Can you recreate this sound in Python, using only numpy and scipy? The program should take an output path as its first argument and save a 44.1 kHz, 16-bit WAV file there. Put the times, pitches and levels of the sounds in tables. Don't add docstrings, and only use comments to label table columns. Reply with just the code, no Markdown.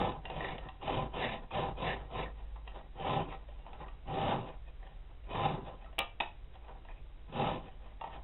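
import sys
import numpy as np
from scipy import signal
from scipy.fft import rfft, irfft, next_fast_len
from scipy.io import wavfile

SR = 44100
rng = np.random.default_rng(int(sys.argv[2]) if len(sys.argv) > 2 else 0)


def elevation(decibels):
    levels = np.asarray(decibels, float)
    return 10 ** (levels / 20)


def unload_audio(sound):
    columns = np.transpose(np.atleast_2d(sound))
    steps = np.round(np.clip(columns, -1, 1) * 32767)
    wavfile.write(sys.argv[1], SR, steps.astype(np.int16))


N = 362943


def rms_one(x):
    return x / np.sqrt(np.mean(x ** 2) + 1e-20)


def drift(rate_hz):
    r = np.exp(-80 * np.pi * rate_hz / SR)
    noise = rng.standard_normal(N // 40 + 1002)
    slow = signal.lfilter([1], [1, -2 * r, r * r], noise)[1000:]
    return np.interp(np.arange(N) / 40, np.arange(len(slow)), rms_one(slow))


def resonate(x, hz, width_hz):
    r = np.exp(-np.pi * width_hz / SR)
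    poles = [1, -2 * r * np.cos(2 * np.pi * hz / SR), r * r]
    return signal.lfilter(np.array([1, 0, -1]) * (1 - r * r) / 2, poles, x)


def ring(clicks, hz, t60_s):
    r, w = elevation(-60 / (t60_s * SR)), 2 * np.pi * hz / SR
    return signal.lfilter([0, np.sin(w)], [1, -2 * r * np.cos(w), r * r], clicks + 1e-18)


def clicks_at(times_s, sizes):
    out = np.zeros(N)
    out[(np.asarray(times_s) * SR).astype(int)] = sizes
    return out


# (frequency [Hz], width [Hz], level [dB rms])
HUM = [(33, 13, -52), (51.95, 2.87, -51), (93.3, 27, -69.5), (145, 9.9, -70.5)]
# (frequency [Hz], density [dB per Hz])
AIR = [(12, -11), (70, -18.5), (170, -32.5), (400, -34.5), (800, -37), (1400, -44), (2400, -44.5),
       (3900, -46)]
AIR_DB = -55.5
CONVERTER_RATE_HZ = 8000


def background():
    hum = 0
    for hz, width_hz, db in HUM:
        noise = rng.standard_normal(N + SR)
        band = resonate(resonate(noise, hz, width_hz), hz, width_hz)
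        hum = hum + elevation(db) * rms_one(band[SR:])
    hz = np.fft.rfftfreq(N, 1 / SR) + 1
    air_hz, air_db = np.transpose(AIR)
    colour = elevation(np.interp(np.log(hz), np.log(air_hz), air_db)) * (hz < CONVERTER_RATE_HZ / 2)
    air = irfft(rfft(rng.standard_normal(N)) * colour, N)
    return hum + elevation(AIR_DB) * rms_one(air)


# (bite [s], swell [s], fade [s], blade level [dB], bench re blade [dB])
PUSHES = [
    (-0.1, 0.077, 0.19, -29.5, -5),
    (0.815, 0.11, 0.17, -32, -2),
    (1.51, 0.083, 0.14, -31, -5.5),
    (2.97, 0.16, 0.15, -30.5, -4.5),
    (4.07, .21, 0.16, -31, -1.5),
    (5.27, .18, 0.15, -32, -2.5),
    (7.3, 0.15, 0.18, -31.5, -2),
]
# (bite [s], swell [s], fade [s], blade level [dB], shank re blade [dB])
PULLS = [
    (0.25, 0.21, 0.3, -40.5, -2),
    (1.14, 0.074, 0.23, -34.5, -2.5),
    (1.78, 0.076, 0.21, -34.5, -1.5),
    (2.11, 0.08, 0.14, -37, -4),
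]
# (touch [s], swell [s], fade [s], blade level [dB], file re blade [dB])
DRAGS = [(1.32, 0.025, 0.1, -43, -3.5), (1.97, 0.034, .09, -49, -13), (2.3, 0.11, 0.18, -56.5, -10),
         (2.54, 0.035, 0.067, -62, -22), (2.67, 0.099, 0.11, -50, -10.5), (3.29, 0.036, 0.11, -42, -11),
         (3.47, 0.03, 0.18, -56, -8), (3.66, 0.17, 0.13, -48.5, -15), (4.4, 0.093, 0.1, -48, -11.5),
         (4.64, 0.037, 0.065, -63.5, -2.5), (4.82, 0.069, 0.11, -58, -10), (5.09, 0.021, 0.04, -61, -24),
         (5.65, 0.052, 0.1, -47.5, -12), (5.76, 0.11, 0.082, -55, -12), (6.53, 0.028, .05, -62, -2),
         (6.62, .07, 0.14, -53.5, -18), (6.85, 0.052, 0.16, -63, -9), (7.62, 0.045, .17, -55, -7),
         (7.8, 0.089, 0.088, -56.5, -7), (8.012, 0.058, 0.15, -48.5, -11),
         (8.11, 0.034, 0.071, -47.5, -5.5)]
PUSH = dict(drop_bite_db=20.5, drop_fade_db=18.5, bench_db=-2, shank_db=-17, hiss_db=-14.5, pressure=0.68, law=2)
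PULL = dict(drop_bite_db=10, drop_fade_db=24.5, bench_db=-6.5, shank_db=-1.5, hiss_db=-13, pressure=1, law=1.57)
DRAG = dict(drop_bite_db=11.5, drop_fade_db=20, bench_db=-11, shank_db=0, hiss_db=-1, pressure=0.76, law=1.34)
LANDING_DB_PER_S = 499


def contacts(follows, lag_s, share):
    t, power = np.arange(0, N + 64, 64) / SR, 1e-12
    for rows, kind in ((PUSHES, PUSH), (PULLS, PULL), (DRAGS, DRAG)):
        law = kind["law"]
        for start_s, swell_s, fade_s, db, row_db in rows:
            late_s = t - lag_s - start_s - swell_s
            rise, fall = kind["drop_bite_db"] / swell_s ** law, kind["drop_fade_db"] / fade_s ** law
            down_db = np.where(late_s < 0, rise, fall) * np.abs(late_s) ** law
            aloft_db = LANDING_DB_PER_S * np.maximum(start_s - t, 0)
            power = power + elevation(2 * (db - follows * down_db - aloft_db)) * share(kind, row_db)
    return np.interp(np.arange(N) / 64, np.arange(len(t)), power)


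def teeth(per_s, spread_db, judder_db):
    sizes = elevation(spread_db * np.minimum(rng.exponential(1, N), 4)) * rng.choice([-1, 1], N)
    return sizes * (rng.random(N) < per_s / SR) * elevation(judder_db * drift(90.0))


def body(force, modes, wander_db):
    out = 0
    for k, (hz, width_hz, db) in enumerate(modes):
        push = force * elevation(wander_db * drift(7.7))
        out = out + (-1) ** k * elevation(db) * resonate(push, hz, width_hz)
    return rms_one(out)


BENCH = [(96.6, 24, -3.5), (152.1, 29.2, 0), (231, 20, -4), (273.5, 51, -8.5), (400.8, 23, -7.5)]
BLADE = [(506.3, 65, -3.5), (595, 32, -5), (667, 43, -10), (765.5, 19, 4.5), (911, 20, -26.5),
         (1028, 34.3, 1), (1150, 50, -21.5), (1303, 7.2, -4.5), (790, 460, -6.5)]
BLADE_FREE = [(799.3, 76, 2), (887, 48, -4.5), (1039, 120, -17.5), (610, 130, -3.5)]
FILE_BODY = [(1795, 58, -9), (1760, 80, 0.5), (1917, 51, 2.5), (2050, 15, -14.5), (2183, 11, 2),
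             (2110, 910, -4)]
FILE_SING = [(1806, 190, 0), (1897, 77, 2.5)]
TOOTH_HISS = [(2498, 31, 9.5), (2655, 52, 3.5), (3052, 160, 8), (3484, 360, -0.5), (3844, 54, -2.5),
              (2870, 820, -4)]
FILE_TIP = [(2497, 160, 2.5), (2776, 37, 0), (2930, 240, -5)]
BENCH_FOLLOWS, TEETH_FOLLOW, SING_FOLLOWS = 0.77, 1.01, 1.65
BENCH_LAG_S, SING_LAG_S = 0.012, 0.034
TEETH_LEAD_S = 0.015
FREEING = 1.2
CHATTER_DB = 5


def scrape():
    def bench_share(kind, row_db):
        return elevation(2 * (kind["bench_db"] + row_db * (kind is PUSH)))

    def singing_share(kind, row_db):
        return elevation(2 * (kind["shank_db"] + row_db)) * (kind is PULL)

    def shank_share(kind, row_db):
        return elevation(2 * (kind["shank_db"] + row_db * (kind is DRAG))) * (kind is not PULL)

    def hiss_share(kind, row_db):
        return elevation(2 * (kind["hiss_db"] + row_db * (kind is DRAG)))

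    level = contacts(1, 0, lambda kind, row_db: 1)
    freed = contacts(FREEING, 0, lambda kind, row_db: 1 - kind["pressure"])
    pressure = np.clip(1 - freed / level, 0, 1)
    hard = np.clip((10 * np.log10(level) + 54) / 14, 0.3, 1)
    bench_gain = np.sqrt(contacts(BENCH_FOLLOWS, BENCH_LAG_S, bench_share))
    singing = contacts(SING_FOLLOWS, SING_LAG_S, singing_share)
    shank_gain = np.sqrt(singing + contacts(TEETH_FOLLOW, -TEETH_LEAD_S, shank_share))
    hiss_gain = np.sqrt(contacts(TEETH_FOLLOW, -TEETH_LEAD_S, hiss_share))

    force = teeth(per_s=3000.0, spread_db=2.5, judder_db=1.2)
    force = force * elevation(CHATTER_DB * (1 - hard) * drift(15.0))
    blade = np.sqrt(pressure) * body(force, BLADE, wander_db=1.2)
    blade = blade + np.sqrt(1 - pressure) * body(force, BLADE_FREE, wander_db=1.6)
    shank = np.sqrt(hard) * body(force, FILE_BODY, wander_db=-1.5)
    shank = shank + np.sqrt(1 - hard) * body(force, FILE_SING, wander_db=1.5)
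    hiss = np.sqrt(hard) * body(force, TOOTH_HISS, wander_db=1.5)
    hiss = hiss + np.sqrt(1 - hard) * body(force, FILE_TIP, wander_db=9.0)

    low = np.sqrt(level) * blade + bench_gain * body(force, BENCH, wander_db=1.5)
    high = shank_gain * shank + hiss_gain * hiss
    low = signal.sosfilt(signal.butter(2, 1300.0, fs=SR, output="sos"), low)
    high = signal.sosfilt(signal.butter(2, 1400.0, "high", fs=SR, output="sos"), high)
    return low + high


def crack(times_s, peak_db, t60_s, hz, width_hz):
    clicks = clicks_at(times_s, elevation(peak_db)) + 1e-18
    burst = signal.lfilter([1], [1, -elevation(-60 / (t60_s * SR))], clicks)
    return resonate(resonate(burst * rng.standard_normal(N), hz, width_hz), hz, 1.3 * width_hz)


# (time [s], peak level [dB], favoured blade pitch [Hz])
TICKS = [(0.253, -29.5, 745), (0.299, -29, 727), (0.363, -35, 610), (0.581, -33, 810), (0.635, -42, 1200),
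         (1.328, -36, 697), (0.686, -32.5, 810), (3.322, -38, 990), (2.675, -35, 830), (3.73, -36.5, 840),
         (3.882, -39.5, 1000), (4.072, -52, 797), (4.473, -42, 830), (5.104, -55.5, 796), (5.843, -45, 694),
         (5.927, -46.5, 680), (6.553, -43, 785), (6.681, -46, 820)]
# (time [s], peak level [dB], favoured blade pitch [Hz])
BUMPS = [(3.59, -43.5, 627), (0.814, -37, 1017), (1.507, -34, 940), (2.121, -36.5, 690),
         (2.559, -38.5, 910), (2.967, -50, 1040), (2.997, -33.5, 781), (4.36, -30, 800),
         (3.487, -41.5, 614), (3.664, -35, 743), (5.238, -43, 490), (5.352, -28, 1020), (5.455, -23, 765),
         (5.684, -39.5, 581), (5.86, -47, 1303), (4.96, -49, 805), (6.751, -44, 775), (6.848, -43.5, 837),
         (7.659, -51, 622), (7.859, -45, 993), (8.011, -28.5, 860), (8.039, -30, 870), (8.074, -40, 851),
         (8.131, -53, 818), (8.153, -35, 790)]
# (time [s], peak level [dB], favoured blade pitch [Hz])
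SNAGS = [(0.444, -24, 754), (1.239, -25, 620), (1.331, -33, 525), (1.865, -34, 795), (3.808, -49, 810),
         (3.842, -48.5, 820), (4.828, -44.5, 850), (4.865, -46, 850), (6.886, -45.5, 780),
         (0.405, -28, 803)]
# (shank re peak [dB], tip re peak [dB])
TICK, BUMP, SNAG = (-14.5, -5), (-21.5, -12.5), (-6, -17.5)


def taps():
    kinds = ((TICKS, TICK), (BUMPS, BUMP), (SNAGS, SNAG))
    touches = [(*row, *kind) for rows, kind in kinds for row in rows]
    times_s, peak_db, pitch_hz, shank_db, tip_db = np.transpose(touches)
    rattle = rng.choice([-1, 1], N) * (rng.random(N) < 0.03)
    fade = elevation(-60 / (0.03 * SR))
    out = crack(times_s, peak_db + tip_db + 3.5, t60_s=0.03, hz=2900.0, width_hz=1200.0)
    strengths = [(mode, -11 - 30 * np.abs(np.log2(mode[0] / pitch_hz))) for mode in BLADE[:-1]]
    strengths += [(mode, mode[2] + shank_db - 7) for mode in FILE_SING]
    strengths += [(mode, mode[2] + tip_db - 17) for mode in FILE_TIP]
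    for k, ((hz, width_hz, _), db) in enumerate(strengths):
        clicks = clicks_at(times_s, elevation(peak_db + db)) + 1e-18
        touch = signal.lfilter([1], [1, -fade], clicks)
        out = out + ring(touch * np.roll(rattle, 999 * k), hz, min(3.0 / width_hz, 0.07))
    return out


# (time [s], peak level [dB])
KNOCK_A = [
    (5.983, -24.5),
    (5.986, -28),
    (5.989, -17.5),
    (5.992, -23.5),
    (6.003, -23.5),
    (6.012, -29.5),
]
# (time [s], peak level [dB])
KNOCK_B = [
    (6.2015, -21.5),
    (6.205, -24),
    (6.209, -39),
    (6.224, -52),
]
# (frequency [Hz], level [dB], t60 [s])
RING_A = [(810, 2.5, 0.16), (1054, -15, 0.087), (1220, -4, 0.27), (1870, -7.5, 0.17), (2340, -2, 0.16),
          (2700, -5, 0.1), (2530, -7, 0.23), (2760, -2.5, 0.15), (2870, -4, 0.16), (2910, -6, 0.11),
          (3300, -7, .1), (3550, -17.5, 0.3)]
# (frequency [Hz], level [dB], t60 [s])
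RING_B = [(603, -13, 0.83), (818, 2.5, 0.13), (1980, -8.5, 0.15), (2310, -4, 0.035), (2730, -23.5, 0.42),
          (3230, -26, 0.32), (3575, -27, 0.27), (3530, -2, 0.099)]
# (frequency [Hz], width [Hz], level [dB], t60 [s])
CRACK = [(196, 630, -8.5, 0.1), (832, 340, -0.5, 0.098), (1858, 150, -2, 0.028), (2600, 750, 5.5, 0.019),
         (3470, 730, -1.5, 0.024)]


def knock(hits, modes, ring_db, crack_db):
    times_s, peak_db = np.transpose(hits)
    strikes = rng.uniform(0.74, 1, (len(modes), 8))[:, :len(hits)]
    out = 0
    for (hz, db, t60_s), strike in zip(modes, strikes):
        clicks = clicks_at(times_s, elevation(peak_db + db + ring_db) * strike)
        out = out + ring(clicks, hz, 0.45 * min(t60_s, 0.3))
    for hz, width_hz, db, t60_s in CRACK:
        out = out + crack(times_s, peak_db + crack_db + db, t60_s, hz, width_hz)
    return out


def workshop(x):
    size = next_fast_len(N + SR)
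    hz = np.fft.rfftfreq(size, 1 / SR)
    t60_s = 0.3 / (1 + hz / 21000.0)
    response = 0
    for k, lag_s in enumerate(rng.uniform(0.013, 0.035, 16)):
        trip = elevation(-60 * lag_s / t60_s) * np.exp(-2j * np.pi * hz * lag_s)
        response = response + (-1) ** k * trip / (1 - trip)
    return irfft(rfft(x, size) * response, size)[:N]


def scene():
    blows = taps()
    blows = blows + knock(KNOCK_A, RING_A, ring_db=-13.5, crack_db=-2.0)
    blows = blows + knock(KNOCK_B, RING_B, ring_db=-16.5, crack_db=4.5)
    return (scrape() + blows + elevation(-18.0) * workshop(blows) + background())[None]


def low_pass(x):
    return signal.sosfilt(signal.butter(12, 15710, fs=SR, output="sos"), x)


# (time [s], level [dB])
GLITCH = [
    (5.99078, -19),
    (5.99094, -18.5),
    (5.99153, -21),
]


def record(dry):
    steep = signal.ellip(9, 0.5, 60, 3900, fs=SR, output="sos")
    led_in = np.hstack([dry[:, 400:0:-1], dry])
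    narrow = signal.sosfilt(steep, led_in)[:, 400:] + 0.0012
    turn = 2 * np.pi * CONVERTER_RATE_HZ * np.arange(N) / SR
    mirror = narrow * np.cos(turn)
    near = signal.sosfilt(signal.butter(4, 9000.0, fs=SR, output="sos"), mirror)
    skirt = signal.sosfilt(signal.butter(3, 4300.0, fs=SR, output="sos"), mirror)
    images = elevation(-72) * near + elevation(-36) * skirt + elevation(-73.0) * narrow * np.cos(2 * turn)
    slip_s, slip_db = np.transpose(GLITCH)
    slips = clicks_at(slip_s, elevation(slip_db) * [1, -1, 1])
    hiss = elevation(-97.5) * rng.standard_normal(N)
    return low_pass(narrow + images + slips + hiss)


dry = scene()
out = record(dry)
unload_audio(out)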